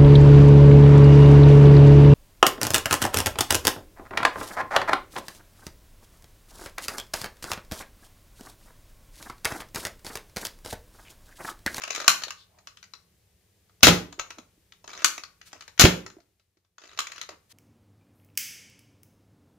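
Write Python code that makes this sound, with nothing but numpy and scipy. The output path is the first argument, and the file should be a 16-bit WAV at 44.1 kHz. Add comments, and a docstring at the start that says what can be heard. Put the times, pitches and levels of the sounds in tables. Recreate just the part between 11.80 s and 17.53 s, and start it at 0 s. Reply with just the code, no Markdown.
"""Plastic spring dart pistol

A toy dart pistol is cocked three times and fired twice in a small room, close to the microphone.
The slide scrapes and ticks back until the latch snaps; each shot slams the plunger home, and some
40 ms later the dart thumps a panel door and drops. Loose parts click, the grip scuffs and knocks.
Blows, clicks and scrapes are coloured noise; the door and the hollow shell also ring as decaying sines.
Low rumble and faint hiss lie underneath."""
import sys
import numpy as np
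from scipy import signal
from scipy.fft import rfft, irfft
from scipy.io import wavfile
from scipy.ndimage import uniform_filter1d

SR = 44100
rng = np.random.default_rng(int(sys.argv[2]) if len(sys.argv) > 2 else 0)


def dump_mix(stems):
    """Bounce the given channels to the path in sys.argv[1] as a 16-bit WAV at rate SR."""
    frames = np.atleast_2d(stems).T  # one column per channel
    limited = np.clip(frames, -1, 1)  # hard clip at full scale
    pcm = np.round(limited * 32767).astype(np.int16)
    wavfile.write(sys.argv[1], SR, pcm)


N = 252516  # length [samples]
HZ = np.fft.rfftfreq(4096, 1 / SR)  # frequency grid of all colours [Hz]

# room background, colour before the rumble/hiss split: (frequency [Hz], density [dB])
AIR_TONE = [(15, -55), (25, -16), (43, -5), (96, 2), (140, -10.5), (178, -3), (246, -21.5), (445, -21.5),
            (509, -25.5), (598, -29), (1410, -37.5), (1710, -32.5), (15500, -36.5)]
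# the background sinks for a moment after the second shot: (time [s], gain [dB])
BACKGROUND_LULL = [(4.25, 0.5), (4.68, -11), (4.95, -14.5), (5.17, -1.5)]
# stereo spread over frequency: (frequency [Hz], side over mid [ratio])
STEREO_WIDTH = [(60, 0.074), (170, 0.18), (330, 0.089), (600, .8), (1500, 0.48), (15000, 1)]
# decay of the room tail: (frequency [Hz], t60 [s])
ROOM_DECAY = [(100, .4), (260, 0.46), (700, 0.34), (1800, 0.31), (4800, 0.28), (7000, .28), (13000, 0.29)]
# near surfaces: (delay before a small random shift [s], level [dB])
NEAR_ECHOES = [(.003, -11), (0.013, -14), (0.016, -15.5), (0.0216, -21.5)]
# colour difference of the two microphone ports: (frequency [Hz], left over right [dB])
PORT_TILT = [(40, -0.5), (130, 2.5), (300, -2.5), (600, -7), (1100, -2.5), (2000, 0), (4500, 4.5),
             (9000, 3.5), (15000, 2.5)]

# the dart meets the door:
# (time [s], first slap level [dB], its t60 [s], second slap level [dB], boom level [dB])
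DOOR_HITS = [(2.069, -3, 0.044, -6, -11.5), (4.0395, -4.5, .012, -7, -14)]
# door panel and room modes: (frequency [Hz], level within the boom [dB], t60 [s])
DOOR_MODES = [(60, -19, .45), (82, -18, .4), (106, -12, .36), (146, -11, .25), (163, -3, .25),
              (179, 0, .31), (231, -7, .26), (295, -4, .21), (316, -6, .21), (361, -10, .27),
              (398, -13, .27), (436, -15, .26), (468, -11, .23), (501, -11, .24), (565, -13, .2),
              (607, -15, .2), (772, -16, .22)]
# a deep pop right after the second dart lands: (time [s], level [dB], pitch [Hz], length [s])
DEEP_THUMP = (4.0405, -4, 97, .0105)

# the hand shifts on the grip with a soft scuff:
# (time [s], length [s], level [dB], pitch [Hz], a third of the -6 dB bandwidth [Hz])
GRIP_SCUFFS = [(0.539, 0.13, -57, 3890, 602), (0.658, 0.22, -68.5, 726, 150),
               (3.644, 0.061, -53, 3000, 3400), (3.732, 0.053, -55, 654, 300),
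               (5.491, .07, -53.5, 710, 696), (5.686, 0.066, -53.5, 4000, 4470)]
# dull knocks of the slide during the first stroke, of the falling dart and of the grip: (time [s], level [dB],
# pitch [Hz])
DULL_KNOCKS = [(0.107, -38.5, 450.2), (0.202, -34.5, 599), (0.247, -38.5, 556.5), (0.47, -41, 498),
               (0.777, -51.5, 679), (2.382, -38.5, 377.2), (2.396, -37.5, 688), (2.575, -39.5, 297.4),
               (2.587, -38, 248.3), (2.777, -56, 310), (3.731, -40.5, 801), (4.367, -38, 349),
               (4.384, -45.5, 688), (4.77, -61.5, 353), (5.492, -39.5, 589.3)]
# the slide rubs along its rails: (start [s], end [s], level at start [dB], level at end [dB])
SLIDE_STROKES = [(0, 0.112, -53.5, -56), (0.102, 0.275, -50.5, -43), (3.085, 3.24, -51, -49),
                 (3.71, 3.97, -62.5, -82), (5.005, 5.17, -57, -61), (5.29, 5.44, -58.5, -56.5)]
# clear plastic clicks of slide, trigger, drum and dart:
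# (time [s], level before CLICK_TRIM_DB [dB], low body lift [dB], rise [s])
PLASTIC_CLICKS = [ (0.019, -28.5, -7, .0003), (0.037, -23, -5.5, .0004), (0.077, -27.5, 4, 0.00046),
                  (0.103, -23, 1, .004), (0.129, -29, -10, .0004), (0.149, -21, -2, .0008),
                  (0.1589, -23, -10.5, .0026), (0.178, -28, 12, 0.0011), (0.201, -21, 8.5, 0.00037),
                  (0.215, -29.5, 11, .0004), (0.244, -30, 12, 0.00044), (0.42, -29.5, -0.5, 0.00085),
                  (0.435, -21.5, -1, 0.0022), (0.482, -32, 1.5, .0004), (0.506, -25.5, -19, 0.00038),
                  (0.785, -47.5, 7, 0.00306), (0.872, -32, 0.5, 0.00043), (0.971, -42, -22.5, .0004),
                  (1.028, -39.5, -5, .0005), (1.039, -40, -9, .0005), (1.136, -35, -4, .0006),
                  (1.895, -56.5, 8, 0.00037), (2.007, -46.5, 9, .0004), (2.026, -27.5, 8.5, .0004),
                  (2.324, -36, 10, 0.0039), (2.39, -36.5, 8, 0.0013), (2.3954, -22, 6.5, 0.00035),
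                  (2.503, -31, 4.5, 0.0032), (2.583, -34.5, 10, 0.0022), (2.922, -42, -8, 0.00033),
                  (3.042, -39, 15.5, 0.00061), (3.077, -32.5, 13.5, .0003), (3.132, -33.5, -2, 0.00076),
                  (3.176, -35.5, 10, .0004), (3.22, -29.5, 13.5, .0004), (3.379, -26.5, 5.5, .001),
                  (3.436, -32, -5, 0.00031), (3.614, -42, -5, 0.00034), (3.73, -32, 5, .0003),
                  (3.808, -34.5, -9.5, .001), (3.822, -39.5, -4.5, .0004), (3.879, -33, -2.5, .0004),
                  (3.978, -34.5, -7, .0004), (3.991, -27.5, 1.5, 0.00037), (4.2628, -31.5, 8, 0.0012),
                  (4.301, -41.5, 5, .0004), (4.403, -53, 10.5, 0.00038), (4.597, -58.5, -2.5, 0.00044),
                  (4.77, -61.5, 10, .002), (4.848, -64.5, 3.5, .0004), (4.982, -40, 5, .0004),
                  (5.175, -32, 3, .0004), (5.269, -29.5, -8, 0.0011), (5.318, -30, -6.5, .002),
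                  (5.36, -35, -16, .0004), (5.38, -33.5, -5, .0004), (5.414, -26, -13.5, 0.00026),
                  (5.49, -32, 7, 0.00037)]
# resonances of the hollow shell: (frequency [Hz], width [Hz], lift [dB])
SHELL_MODES = [(1130, 60, 6.5), (1230, 55, 6), (1360, 60, 6), (1490, 60, 5.5), (2350, 90, 3), (2640, 50, 4),
               (3920, 80, 4), (4110, 60, 4), (4870, 70, 2), (6050, 200, 2), (6700, 250, 2)]
# the latch catches the plunger and the slide rebounds:
# (time [s], level [dB], t60 [s], brightness [dB per octave], left over right [dB])
LATCH_SNAPS = [(0.2792, 0, 0.022, 0, 0), (0.3015, -14.5, 0.015, 1.5, 3.5), (3.2446, -6.5, 0.034, 1, 0.5),
               (3.2574, -33, 0.019, 2.5, 2.5), (5.1894, -19, 0.036, -1, -0.5), (5.2036, -24.5, 0.017, 0, 4)]
# the plunger strikes, then the spring rebounds:
# (time [s], level [dB], t60 [s], brightness [dB per octave], left over right [dB])
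SHOT_BLOWS = [(2.0302, 1.5, 0.035, 0, 4), (2.034, -3.5, 0.027, -0.5, 5), (2.0425, -7.5, .075, 0.5, 2.5),
              (3.9956, -3.5, 0.048, 0, 4), (4.0085, -7, 0.055, 2.5, 2.5), (4.017, -11, 0.078, -1.5, 0.5)]

# colour of clicks and rubbing: (frequency [Hz], density [dB])
CLICK_TONE = [(40, -18), (200, -21), (450, -3.5), (900, -0.5), (1300, 2.5), (2000, 3.5), (3300, 0.5),
              (5000, 0), (6900, -0.5), (8000, -16), (12000, -20), (15500, -24)]
# colour of the latch: (frequency [Hz], density [dB])
LATCH_TONE = [(30, -19), (150, -14.5), (400, -12.5), (800, -6.5), (1200, 2.5), (1900, 1.5), (3000, 2.5),
              (5000, -0.5), (7000, 2), (8500, -10), (12000, -12), (15500, -17.5)]
# colour of the plunger blow: (frequency [Hz], density [dB])
SHOT_TONE = [(30, -10), (130, 3.5), (300, 1), (600, 0), (1000, -3), (2000, 3), (3300, 1), (5000, 0),
             (7200, 1), (7800, -13), (12000, -10), (15500, -15)]
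# colour of the dart slapping the door: (frequency [Hz], density [dB])
SLAP_TONE = [(40, -15), (110, -3), (170, 1.5), (320, 6.5), (550, 1.5), (1000, -2), (2000, -2), (3300, 0),
             (5000, -7.5), (7000, -8.5), (8000, -18.5), (15000, -22.5)]

RUMBLE_DB, HISS_DB = -70, -69
BAND_EDGE_HZ = 15600
# harder contacts are sharper: top edge of a click at the usual table level, and its growth [dB per dB]
USUAL_CLICK_DB, TOP_EDGE_DB, EDGE_PER_DB = -32, 0.5, 0.19
CLICK_TRIM_DB = -2.5  # common to all clicks
PISTOL_PAN_DB = 2  # left over right
# a moving slide sticks and lets go about this often; the harder it rubs, the louder each catch
CATCH_EVERY_S, CATCH_JITTER_S, CATCH_SPREAD_DB = .019, .004, 2.5
# tick (before the click trim) and knock relative to the rubbing level, and the low body of the tick
CATCH_TICK_DB, CATCH_KNOCK_DB, CATCH_BODY_DB = 11.5, 0.5, 6
CATCH_LOW_HZ, CATCH_HIGH_HZ = 328, 520


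def amp(db):
    """Decibels to gain."""
    return 10 ** (np.asarray(db) / 20)


def unit(x):
    """Scales to an rms of one."""
    return x / np.sqrt(np.mean(x ** 2) + 1e-20)


def read(points, hz):
    """Reads a table on a logarithmic frequency axis."""
    f, value = np.transpose(points)
    return np.interp(np.log(hz + 1), np.log(f + 1), value)


def add(mix, s, sound):
    """Adds a sound to the mix at time s."""
    part = mix[:, max(round(s * SR), 0):][:, :sound.shape[-1]]
    part += sound[..., :part.shape[1]]


def sides(db):
    """Left and right gains for a level difference."""
    return amp([[db / 2], [-db / 2]])


def pair(x):
    """Two unrelated signals become left and right, alike in the bass and apart in the treble."""
    width = read(STEREO_WIDTH, np.fft.rfftfreq(x.shape[1], 1 / SR))
    mid, side = rfft(x)
    left_right = np.array([mid + width * side, mid - width * side])
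    return irfft(left_right / np.sqrt(1 + width ** 2), x.shape[1])


def mode_phase(hz):
    """Random start phase of a mode; left and right differ more where the stereo spread is wider."""
    return 2 * np.pi * rng.random() + read(STEREO_WIDTH, hz) * rng.standard_normal((2, 1))


def colour(x, db):
    """Causal filter of unit energy; the phase follows from the log gain (minimum phase)."""
    log_gain = np.log(amp(db))
    circle = np.concatenate([log_gain, log_gain[-2:0:-1]])
    taps = np.fft.ifft(np.exp(np.conj(signal.hilbert(circle)))).real
    taps = taps / np.linalg.norm(taps)
    return signal.fftconvolve(x, taps[None], axes=1)[:, :x.shape[1]]


def patches(x, depth_db, size=5, count=4):
    """The point of contact wanders, so each moment stirs other parts of the spectrum."""
    z = signal.stft(x, SR, nperseg=256)[2]
    field = uniform_filter1d(rng.standard_normal(z.shape[1:]), size, axis=0)  # smooth over frequency
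    field = uniform_filter1d(field, count, axis=1)  # smooth over time
    gain = unit(amp(depth_db * unit(field)))
    return signal.istft(z * gain, SR, nperseg=256)[1][:, :N]


def shell(tone):
    """A colour with the resonances of the hollow plastic shell on top."""
    lift = sum(db / (1 + (2 * (HZ - hz) / width) ** 2) for hz, width, db in SHELL_MODES)
    return read(tone, HZ) + lift


def burst(t60, db, grain_db=0, rise=0.00059, size=8192, count=30):
    """A blow on a part with countless short modes: a quick start and a fall that chatters as parts rattle."""
    t, rise = np.arange(size) / SR, max(rise, .0001)
    chatter = np.clip(unit(uniform_filter1d(rng.standard_normal(size), count)), -2, 2)
    fall = np.minimum(t / rise, 1) * amp(-60 * np.maximum(t - rise, 0) / max(t60, .002))
    noise = pair(rng.choice([-1., 1.], (2, size)))
    return colour(noise * fall * unit(amp(grain_db * chatter)), db)


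def air(split_hz=400):
    """Low room rumble and faint microphone hiss, with one lull."""
    low = -10 * np.log10(1 + (HZ / split_hz) ** 4)
    high = 10 * np.log10(1.0001 - amp(low) ** 2)  # the power that the low band leaves over
    rumble = colour(pair(rng.standard_normal((2, N))), read(AIR_TONE, HZ) + low)
    hiss = colour(pair(rng.standard_normal((2, N))), read(AIR_TONE, HZ) + high)
    lull_db = np.interp(np.arange(N) / SR, *np.transpose(BACKGROUND_LULL))
    return (amp(RUMBLE_DB) * rumble + amp(HISS_DB) * hiss) * amp(lull_db)


def room(x, wet_db=-3, build=0.0019, gap=0.00085, size=32768):
    """Direct sound, a few near echoes and a short diffuse tail whose bass lasts longest."""
    t = np.arange(size) / SR
    hz, frame_s, z = signal.stft(pair(rng.standard_normal((2, size))), SR, nperseg=256)
    decay = amp(-60 * frame_s / read(ROOM_DECAY, hz)[:, None])
    tail = signal.istft(z * decay, SR, nperseg=256)[1][:, :size]
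    tail = tail * (1 - np.exp(-np.maximum(t - gap, 0) / build))
    response = amp(wet_db) * tail / np.linalg.norm(tail[0])
    response[:, 0] += 1  # direct sound
    for delay, db in NEAR_ECHOES:
        at = np.round((delay + rng.uniform(-0.00028, 0.00015, 2)) * SR).astype(int)
        response[np.arange(2), at] += amp(db)
    return signal.fftconvolve(x, response, axes=1)[:, :N]


def scuffs():
    """Skin on plastic: a smooth swell of friction noise in one broad resonance."""
    out = np.zeros((2, N))
    for s, length, db, hz, width in GRIP_SCUFFS:
        swell = signal.windows.hann(round(length * SR))
        tone = -20 * np.log10(1 + ((HZ ** 2 - hz ** 2) / (3.0 * width * (HZ + 1))) ** 2)
        friction = pair(rng.standard_normal((2, len(swell)))) * swell
        add(out, s, amp(db) * colour(friction, np.maximum(tone, -60)))
    return out


def knock(db, hz, t60=0.026, rise=0.0037, puff_db=-6, puff_t60=0.012):
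    """One soft contact: a short low ring inside a dull puff."""
    tone = -20 * np.log10(1 + (HZ / hz - hz / (HZ + 1)) ** 2)
    puff = amp(puff_db) * burst(puff_t60, np.maximum(tone, -60))
    t = np.arange(puff.shape[1]) / SR
    ring = amp(-60 * t / t60) * (1 - np.exp(-t / rise)) * np.sin(2 * np.pi * hz * t)
    return amp(db) * (2 * ring + puff)


def knocks():
    """The slide knocks as it is first pulled; the dart bounces on the floor; the hand bumps the grip."""
    out = np.zeros((2, N))
    for s, db, hz in DULL_KNOCKS:
        add(out, s, knock(db, hz))
    return out


def click(db, body_db, rise, t60=0.03, body_hz=800, edge_hz=7400, grain_db=2):
    """One light contact on the shell, with more or less low body; the harder it is, the sharper its edge."""
    low = 1 / (1 + (HZ / body_hz) ** 4)
    high = 1 - 1 / (1 + (HZ / edge_hz) ** 8)
    edge_db = TOP_EDGE_DB + EDGE_PER_DB * (db - USUAL_CLICK_DB)
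    tone = shell(CLICK_TONE) + body_db * low + edge_db * high
    return amp(db + CLICK_TRIM_DB) * sides(PISTOL_PAN_DB) * burst(t60, tone, grain_db, rise)


def clicks():
    """Loose parts click as the pistol is worked."""
    out = np.zeros((2, N))
    for s, db, body_db, rise in PLASTIC_CLICKS:
        add(out, s, click(db, body_db, rise))
    return out


def slide(slips_per_s=450, spread_db=4, pan_db=2, slip_s=.0012, body_db=4):
    """Plastic on plastic: many tiny slips of uneven size and colour excite the shell."""
    t = np.arange(N) / SR
    level = np.zeros(N)
    for start, end, *dbs in SLIDE_STROKES:
        level += amp(np.interp(t, [start, end], dbs)) * (t >= start) * (t < end)
    slips = rng.random(N) < slips_per_s / SR
    slips = slips * amp(spread_db * np.minimum(rng.exponential(1, N), 3))
    envelope = signal.lfilter([1], [1, -np.exp(-1 / (slip_s * SR))], slips)  # each slip dies away
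    grains = patches(envelope * pair(rng.standard_normal((2, N))), depth_db=5)
    tone = shell(CLICK_TONE) + body_db / (1 + (HZ / 900) ** 4)
    return sides(pan_db) * colour(unit(grains) * level, tone)


def judder(rise=0.00068, pan_db=-2, count=16):
    """The slide catches again and again along each stroke; returns its ticks and its dull knocks."""
    ticks, thuds = np.zeros((2, 2, N))
    for start, end, *dbs in SLIDE_STROKES:
        for k, (late, strength, place) in enumerate(rng.uniform(-1, 1, (count, 3))):
            s = start + (k + .5) * CATCH_EVERY_S + late * CATCH_JITTER_S
            db = np.interp(s, [start, end], dbs) + strength * CATCH_SPREAD_DB
            hz = np.interp(place, [-1, 1], [CATCH_LOW_HZ, CATCH_HIGH_HZ])
            moving = s < end  # catches beyond the stroke are silent
            add(ticks, s, moving * click(db + CATCH_TICK_DB, CATCH_BODY_DB, rise))
            add(thuds, s, moving * knock(db + CATCH_KNOCK_DB, hz))
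    return ticks * sides(pan_db), thuds  # the pan brings the ticks back to the centre


def door(rise=0.0044, second_s=.0108, second_t60=0.056, grain_db=3):
    """The dart slaps the panel and buckles against it; the low modes swell and boom on."""
    slaps, boom, t = np.zeros((2, N)), np.zeros((2, N)), np.arange(SR) / SR
    tone = read(SLAP_TONE, HZ)
    for s, first_db, t60, second_db, boom_db in DOOR_HITS:
        add(slaps, s, amp(first_db) * burst(t60, tone, grain_db))
        add(slaps, s + second_s, amp(second_db) * burst(second_t60, tone, grain_db))
        for hz, db, ring_t60 in DOOR_MODES:
            envelope = amp(boom_db + db - 60 * t / ring_t60) * (1 - np.exp(-t / rise))
            add(boom, s, envelope * np.sin(2 * np.pi * hz * t + mode_phase(hz)))
    return slaps, boom * sides(-1.5)


def thump(push_s=0.00041):
    """A brief negative push of pressure as the second dart lands, then about one cycle of a low sine."""
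    s, db, hz, length = DEEP_THUMP
    out, t = np.zeros((2, N)), np.arange(round(length * SR)) / SR
    add(out, s, amp(db) * np.sin(2 * np.pi * hz * t))
    add(out, DOOR_HITS[-1][0], -amp(db) * t / push_s * np.exp(1 - t / push_s))
    return out * sides(-2)


def hollow_ring(level_db=-37, t60=.33, rise=.015, count=4):
    """Each latch blow sets the lowest resonances of the hollow shell ringing on."""
    out, t = np.zeros((2, N)), np.arange(SR // 2) / SR
    envelope = amp(level_db - 60 * t / t60) * (1 - np.exp(-t / rise))
    for s, db, *_ in LATCH_SNAPS:
        for hz, _, _ in SHELL_MODES[:count]:
            add(out, s, amp(db) * envelope * np.sin(2 * np.pi * hz * t + mode_phase(hz)))
    return out


def snaps(rows, tone, grain_db):
    """Hard spring-driven blows inside the pistol."""
    out = np.zeros((2, N))
    octaves = np.log2(np.maximum(HZ, 500) / 3000)  # brightness tilts about 3 kHz
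    for s, db, t60, bright, pan in rows:
        add(out, s, amp(db) * sides(pan) * burst(t60, shell(tone) + bright * octaves, grain_db))
    return out


def latches():
    """The latch catches the plunger: short bursts that fall almost smoothly."""
    return snaps(LATCH_SNAPS, LATCH_TONE, grain_db=0.5)


def shots():
    """The spring slams the plunger home: blows that chatter strongly as they fall."""
    return snaps(SHOT_BLOWS, SHOT_TONE, grain_db=5.0)


def scene():
    """The pistol is near, its dull knocks nearest and driest; the door is farther off."""
    slaps, boom = door()
    catch_ticks, catch_knocks = judder()
    ticks = patches(clicks() + catch_ticks, depth_db=2.5)
    background = air()
    dart_on_door = room(slaps, wet_db=-5.5) + boom + thump()
    dull_contacts = room(knocks() + catch_knocks, wet_db=-13)
    handling = room(ticks + slide() + scuffs(), wet_db=-7)
    blows = room(latches() + shots(), wet_db=-6) + hollow_ring()
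    return background + dart_on_door + dull_contacts + handling + blows


def record(dry):
    """Each port has its own colour; peaks beyond full scale clip; then the band limit."""
    tilt_db = read(PORT_TILT, np.fft.rfftfreq(N, 1 / SR))
    heard = irfft(rfft(dry) * amp([tilt_db / 2, -tilt_db / 2]), N)
    low_pass = signal.firwin(255, BAND_EDGE_HZ, window=("kaiser", 8), fs=SR)
    return signal.oaconvolve(np.clip(heard, -1, 1), low_pass[None], "same")


dry = scene()
out = record(dry)
dump_mix(out)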